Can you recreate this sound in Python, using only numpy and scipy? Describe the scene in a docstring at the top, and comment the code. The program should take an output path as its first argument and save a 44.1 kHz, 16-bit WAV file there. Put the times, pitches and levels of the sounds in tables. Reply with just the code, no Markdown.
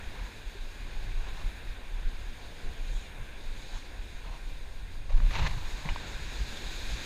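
"""On a rocky shore, surf washes in, drops burst and pools plop below a body-worn camera in a closed housing.
The sea is shaped noise and the plops are ringing bubbles, both coloured by the housing.
Wind thumps and flutters on the microphone port as evened-out low noise and swinging pushes. Clothing rubs
the housing as noise through its shell, hardest when the arms swing out for a throw; small knocks snap
through the mount and ring the shell. The electronics whine faintly as a thin tone."""
import sys
import numpy as np
from scipy import signal
from scipy.fft import rfft, irfft, next_fast_len
from scipy.io import wavfile
from scipy.ndimage import uniform_filter1d, map_coordinates

SR = 44100
rng = np.random.default_rng(int(sys.argv[2]) if len(sys.argv) > 2 else 0)


def transcribe(u):
    """Save the signal u as a 16-bit wav file named by the first command-line argument.

    u: samples, shape (n,) or (channels, n), limited to [-1, 1]; the rate is SR.
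    q: integer samples, one column per channel.
    """
    v = np.clip(np.atleast_2d(u).T, -1, 1)
    q = np.round(v * 32767).astype(np.int16)
    wavfile.write(sys.argv[1], SR, q)


N = 310905
TIME = np.arange(N) / SR


def amp(db):
    """Gain of a level in dB."""
    return 10 ** (np.asarray(db) / 20)


def unit(x):
    """x at rms 1."""
    return x / np.sqrt(np.mean(x ** 2) + 1e-20)


def along(points, hz):
    """(Hz, dB) points read on a log frequency axis, -120 dB outside."""
    point_hz, point_db = np.transpose(points)
    return np.interp(np.log(hz + 1), np.log(point_hz + 1), point_db, -120, -120)


def curves(rows):
    """One value per sample for each column after the time, -120 dB outside."""
    knot_s, *columns = np.transpose(rows)
    return [np.interp(TIME, knot_s, column, -120, -120) for column in columns]


def wobble(rate):
    """A smooth random curve, rate knots a second."""
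    knots = rng.standard_normal(int(N * rate / SR) + 4)
    return map_coordinates(knots, [TIME * rate])


def filtered(x, response):
    """x times a response of frequency."""
    size = next_fast_len(N + SR // 2)  # zero padding leaves room for ringing
    return irfft(rfft(x, size) * response(np.fft.rfftfreq(size, 1 / SR)), size)[:N]


def bell(peak_s, half_s, db):
    """A smooth rise and fall around peak_s, down to half after half_s."""
    halvings = np.minimum(((TIME - peak_s) / half_s) ** 2, 40)
    return amp(db) * np.exp(-np.log(2) * halvings)


def rush(spectrum, patchy_db):
    """Coloured noise of rms 1 with patches of random gain in time and frequency."""
    bins = signal.stft(rng.standard_normal(N), nperseg=512)[2]
    patches = uniform_filter1d(rng.standard_normal(bins.shape), size=10, axis=0)
    patches = uniform_filter1d(patches, size=10, axis=1)
    noise = signal.istft(bins * amp(patchy_db * unit(patches)), nperseg=512)[1][:N]
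    return unit(filtered(noise, lambda hz: amp(along(spectrum, hz))))


def sea():
    """Four noises from far to near, breakers, roar, foam and spray, heave together with the wash."""
    # the wash over time: start_s, roar_db, foam_db, spray_db (before the random heave and fizz)
    wash = [(0.0, -50.5, -56.5, -68), (0.6, -54, -57, -69.5), (1.24, -51.5, -56, -69.5),
            (1.47, -52, -56, -66.5), (1.82, -53, -60, -71), (2.67, -52.5, -56, -69),
            (3.12, -53, -61, -69.5), (3.7, -53.5, -53, -69), (3.9, -54, -57.5, -70.5),
            (4.5, -55, -59, -70.5), (5.14, -57, -60.5, -72), (5.3, -49.5, -53, -65),
            (5.48, -51.5, -51.5, -64.5), (5.79, -50.5, -50, -65.5), (6.03, -47.5, -50.5, -67),
            (6.32, -47.5, -49, -65.5), (6.7, -48.5, -47, -63.5), (7.05, -45.5, -45, -62)]
    # noise colours, far to near: pitch_hz, relative_db per Hz
    breakers_colour = [(100, -29), (200, 1), (400, -1.5), (700, -3.5), (1100, -6.5), (1600, -31),
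                       (2500, -27)]
    roar_colour = [(500, -14), (1000, -7.5), (1500, 1), (2500, 0), (3700, -6), (5000, -45), (8000, -32)]
    foam_colour = [(1200, -39), (2500, -16), (3600, 0), (4900, -1), (5700, -6.5), (6800, -12), (8000, -14),
                   (10000, -32.5)]
    spray_colour = [(5000, -22), (8000, -12), (10000, -1.5), (12000, -3.5), (15500, -10.5)]

    roar_db, foam_db, spray_db = curves(wash)
    # the far rumble averages -54 dB and swings a little less than the roar
    breakers_db = -54 + 0.86 * (roar_db - roar_db.mean())
    heave_db = 0.34 * wobble(3.5) + 0.24 * wobble(14)
    # bursting bubbles come in flurries
    fizz_db = 0.59 * heave_db + 0.57 * wobble(18) + 0.4 * wobble(40)

    breakers = amp(breakers_db + 0.11 * heave_db) * rush(breakers_colour, patchy_db=1.24)
    roar = amp(roar_db + heave_db) * rush(roar_colour, patchy_db=0.94)
    foam = amp(foam_db + fizz_db) * rush(foam_colour, patchy_db=1.0)
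    spray = amp(spray_db + fizz_db) * rush(spray_colour, patchy_db=0.5)
    return breakers + roar + foam + spray


def eddies(spectrum, even, top_hz):
    """Low noise whose swings are evened out: eddies pass one after another, each of about the gust's strength."""
    noise = rush(spectrum, patchy_db=-1.5)
    envelope = np.abs(signal.hilbert(noise, next_fast_len(N))[:N])
    swing = uniform_filter1d(envelope, size=SR // 60)
    evened = noise / (swing + 0.37) ** even
    return unit(filtered(evened, lambda hz: 1 / (1 + (hz / top_hz) ** 6)))


def wind():
    """Large eddies thump, small ones flutter; a strong puff swings the capsule briefly and stirs up the flutter."""
    # changing draught on the port: start_s, thump_db (slow), flutter_db (fast), before random gusting
    draught = [(0.0, -40, -48.5), (0.72, -45, -55.5), (1.08, -37, -50), (1.55, -42.5, -50.5),
               (2.1, -36.5, -54), (2.32, -42.5, -51.5), (4.34, -41.5, -53), (5.06, -34, -48),
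               (5.3, -29, -36), (5.67, -35.5, -51), (6.07, -43, -43.5), (7.05, -38, -50.5)]
    # colours of large and small eddies: pitch_hz, relative_db per Hz
    thump_colour = [(4.7, -4), (8.0, 3), (31, 0.5), (41, -3.5), (70, -9), (91, 5.5), (150, -120)]
    flutter_colour = [(26, -36), (45, 3.5), (102, -8), (140, -11), (178, -17.5), (248, -31), (300, -20.5),
                      (390, -28), (660, -120)]
    # single puffs pushing the capsule: peak_s, push_db (peak of the swell), swing_hz, half_s (time from
    # the peak to half the push), flutter_db (stirred up at the peak, before random gusting)
    puff_rows = [(0.222, -27, 36, 0.02, -47), (0.479, -29, 32, .015, -53), (0.609, -32, 31, 0.023, -57),
                 (0.669, -31, 21.4, 0.033, -60), (.846, -29, 25, 0.018, -42.5),
                 (0.987, -24, 21, 0.023, -54), (1.089, -32, 27, .025, -48), (1.18, -21.5, 24, 0.031, -51),
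                 (1.338, -30, 20, .016, -46), (1.465, -21, 27, 0.018, -41.5),
                 (1.694, -28.5, 24, 0.016, -57), (1.974, -27, 31.4, 0.047, -51),
                 (2.072, -18.5, 20, 0.019, -45), (2.191, -27, 16, 0.033, -49), (2.296, -27.5, 20, .02, -54),
                 (2.671, -27, 17, 0.034, -48), (2.821, -26, 26, .04, -51), (2.899, -28.5, 33.6, 0.028, -43),
                 (2.962, -22, 31.5, 0.016, -45), (3.214, -27.5, 23, .016, -43),
                 (3.489, -27, 20.5, 0.033, -53), (3.749, -27, 25, 0.018, -46),
                 (3.998, -30.5, 30, .015, -52), (4.15, -33, 25, 0.016, -51), (4.3, -32, 34, 0.036, -48),
                 (4.475, -27.5, 27, 0.016, -59), (4.542, -33.5, 30, .04, -49.5),
                 (4.831, -27.5, 38, .015, -44), (5.157, -11.5, 22, 0.025, -43),
                 (5.251, -16, 31, 0.043, -40), (5.415, -21.5, 16.5, 0.024, -25.5),
                 (5.52, -25.5, 22.5, .03, -36), (5.665, -27.5, 23, 0.025, -54),
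                 (5.74, -30.5, 34, 0.015, -47), (5.913, -23, 22, 0.021, -41), (6.154, -29, 30, 0.017, -46),
                 (6.417, -23, 41, .015, -42), (6.667, -29, 41, 0.012, -46), (6.942, -26, 48, 0.019, -37)]
    flutter_lasts = 1.63  # times the length of the push

    thump_db, flutter_db = curves(draught)
    pushes, stirred_power = np.zeros(N), np.zeros(N)
    for peak_s, push_db, swing_hz, half_s, stirred_db in puff_rows:
        turns = swing_hz * (TIME - peak_s) + rng.random()
        pushes += bell(peak_s, half_s, push_db) * np.cos(2 * np.pi * turns)
        stirred_power += bell(peak_s, flutter_lasts * half_s, stirred_db) ** 2

    gusting = wobble(13)
    thump = amp(thump_db + 2.0 * gusting) * eddies(thump_colour, even=0.6, top_hz=62.6)
    flutter_level = np.sqrt(amp(flutter_db) ** 2 + stirred_power) * amp(0.88 * gusting)
    flutter = flutter_level * eddies(flutter_colour, even=0.56, top_hz=320)
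    return thump + pushes + flutter


def whine():
    """A thin tone of the circuit, steady in level, its phase wandering a little."""
    # circuit tones: pitch_hz, level_db (rms)
    tones = [(8631, -75)]
    return sum(amp(db) * np.sqrt(2) * np.sin(2 * np.pi * hz * TIME + 1.2 * wobble(9.1)) for hz, db in tones)


def shell(f):
    """Response of the shell to a force; the sound crosses mount and wall, so each resonance acts twice."""
    # resonances of the housing shell: pitch_hz, width_hz, level_db (for one crossing)
    resonances = [(141, 54, 3.5), (570, 374, 0), (995, 360, 4), (1910, 770, -0.5), (2404, 334, 3.5),
                  (2780, 540, -0.5), (4070, 1050, -2.5), (6600, 1900, -9)]
    crossing = 0
    for k, (centre_hz, width_hz, db) in enumerate(resonances):
        damping = 1j * f * width_hz
        # neighbouring resonances alternate in sign
        crossing = crossing + (-1) ** k * amp(db) * damping / (centre_hz ** 2 - f * f + damping)
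    return crossing ** 2


def stroke(start_s, length_s, db, swell_db):
    """Level of one stroke in dB: it catches, swells evenly and lets go."""
    catch_s, let_go_s = 0.0068, 0.0079  # time to gain or lose 10 dB at the ends
    t = TIME - start_s
    ends = np.maximum(-t, 0) / catch_s + np.maximum(t - length_s, 0) / let_go_s
    return np.maximum(db + swell_db * np.clip(t / length_s, 0, 1) - 10 * ends, -120)


def rubbing():
    """Fibres catch and slip in clumps; the harder the stroke, the more it reaches the higher resonances."""
    # strokes of cloth on the housing: start_s, length_s, level_db (at the start), swell_db (over the stroke)
    strokes = [(0.154, .17, -52, -1.5), (1.181, 0.067, -56, -1), (1.271, .025, -49, 0),
               (1.348, .07, -52.5, 6.5), (3.735, .04, -50.5, -1), (4.25, .115, -52, 0.5),
               (5.097, .03, -50, 2), (5.14, .04, -52, 2), (5.22, .08, -53, -7), (5.307, .06, -43, 6.5),
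               (5.371, 0.058, -38, -1), (5.428, 0.046, -38.5, 3.5), (5.485, 0.057, -44.5, -1),
               (5.56, 0.275, -51.5, 0.5), (5.852, .05, -51, 11)]
    clumps_db = 1.6 * wobble(90) + 2 * wobble(500)
    slips = unit(filtered(rng.standard_normal(N) * amp(clumps_db), shell))
    dull = filtered(slips, lambda hz: hz < 1400)
    crisp = slips - dull
    level_db = np.max([stroke(*row) for row in strokes], axis=0)
    crisp_db = 0.23 * (level_db + 47.5)
    return amp(level_db) * (dull + amp(crisp_db) * crisp)


def plops():
    """A trapped bubble rings with a soft start and rises in pitch."""
    # bubbles in a rock pool: start_s, level_db (before the soft start), pitch_hz (at the start),
    # t60_s (time to fall 60 dB)
    bubbles = [(0.549, -35.5, 386, 0.073), (2.895, -40.5, 497, 0.07)]
    out, t = np.zeros(N), TIME[:SR // 8]
    for start_s, db, hz, t60_s in bubbles:
        soft_start = 1 - np.exp(-t / .006)
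        ring = np.sin(2 * np.pi * hz * t * (1 + 1.2 * t))
        out[round(start_s * SR):][:len(t)] += amp(db - 60 * t / t60_s) * soft_start * ring
    return out


def splashes():
    """Drops burst on near rock, each a brief swell of bright, patchy noise."""
    # bursts: peak_s, level_db (at the peak), length_s (from the peak down to 1/e)
    drops = [(1.39, -63, .04), (2.968, -54, 0.13), (3.765, -54, .05), (5.723, -64, .03),
             (6.573, -46, 0.014), (6.783, -57, 0.025)]
    bursts = sum(amp(db) * np.exp(-((TIME - peak_s) / length_s) ** 2) for peak_s, db, length_s in drops)
    return bursts * rush([(3000, 5.5), (6000, -1.5), (15500, -32)], patchy_db=2.5)  # (Hz, relative dB per Hz)


def knocks():
    """A contact snaps and rattles briefly; the capsule feels it at once and the shell rings after it."""
    # knocks through the mount: centre_s, level_db (of the snap's swell, before the mount), pitch_hz (of the
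    # contact), length_ms (from the centre down to 0.61)
    contacts = [(5.108, -44, 580, 2.9), (1.416, -47, 1100, 3.3), (5.127, -52, 4050, 4),
                (5.203, -32.5, 990, 0.21), (5.207, -33.5, 140, 2.2), (5.309, -31, 1800, 0.25),
                (5.466, -34, 1760, 2.5), (5.573, -32, 112, 5.1), (5.86, -31.5, 170, 4.2),
                (5.853, -35, 860, 0.96), (5.858, -37, 1970, 1), (5.8902, -27, 2250, 0.67),
                (5.889, -30.5, 860, 0.9), (5.894, -35, 2940, 1.4), (5.9612, -27.5, 950, 0.68),
                (5.9605, -33.5, 2900, 0.26)]
    crack_db, crack_loss_db_per_ms = -3, 7.5  # rattle over the snap, less for a longer, softer contact
    crack_t60_s = 0.021
    mount_hz = 4200  # the mount passes little above this

    forces, t = np.zeros(N), TIME[:SR // 10] - 1 / 20
    for centre_s, db, hz, length_ms in contacts:
        rough, hiss = rng.standard_normal((2, len(t)))
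        swell = np.exp(-.5 * (1000 * t / length_ms) ** 2)
        roughness = 1 + 0.14 * uniform_filter1d(rough, size=9)
        snap = swell * roughness * np.sin(2 * np.pi * hz * t)
        decay_db = -60 * np.abs(t) / crack_t60_s
        crack = (t > 0) * amp(crack_db - crack_loss_db_per_ms * length_ms + decay_db) * hiss
        forces[round(centre_s * SR) - SR // 20:][:len(t)] += amp(db) * (snap + crack)
    forces = filtered(forces, lambda hz: 1 / (1 + (hz / mount_hz) ** 8))
    return forces + amp(-7.5) * filtered(forces, shell)


def housing(hz):
    """Gain of the air path into the microphone: the closed housing lifts some bands and dips others."""
    # peaks and dips: pitch_hz, width_hz (from the centre to 0.61 of the dB), gain_db
    bands = [(642, 25, -3), (940, 85, 1), (1237, 91, -3.5), (1604, 63, 2.5), (1976, 51, -3), (2427, 67, 3),
             (3036, 150, -3.5), (3845, 190, 3), (4860, 600, -2), (5690, 670, -4), (6660, 305, 8),
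             (9520, 170, 5), (11500, 1000, -3.5), (13500, 920, 2)]
    return amp(sum(db * np.exp(-.5 * ((hz - centre) / width) ** 2) for centre, width, db in bands))


def scene():
    """Airborne sound passes the housing; wind, touch and whine bypass that colouring."""
    airborne = filtered(sea() + splashes() + plops(), housing)
    return (airborne + wind() + rubbing() + knocks() + whine())[None]


def record(dry):
    """The camera keeps nothing above its band limit of 15.4 kHz."""
    return filtered(dry[0], lambda hz: hz < 15400)[None]


dry = scene()
out = record(dry)
transcribe(out)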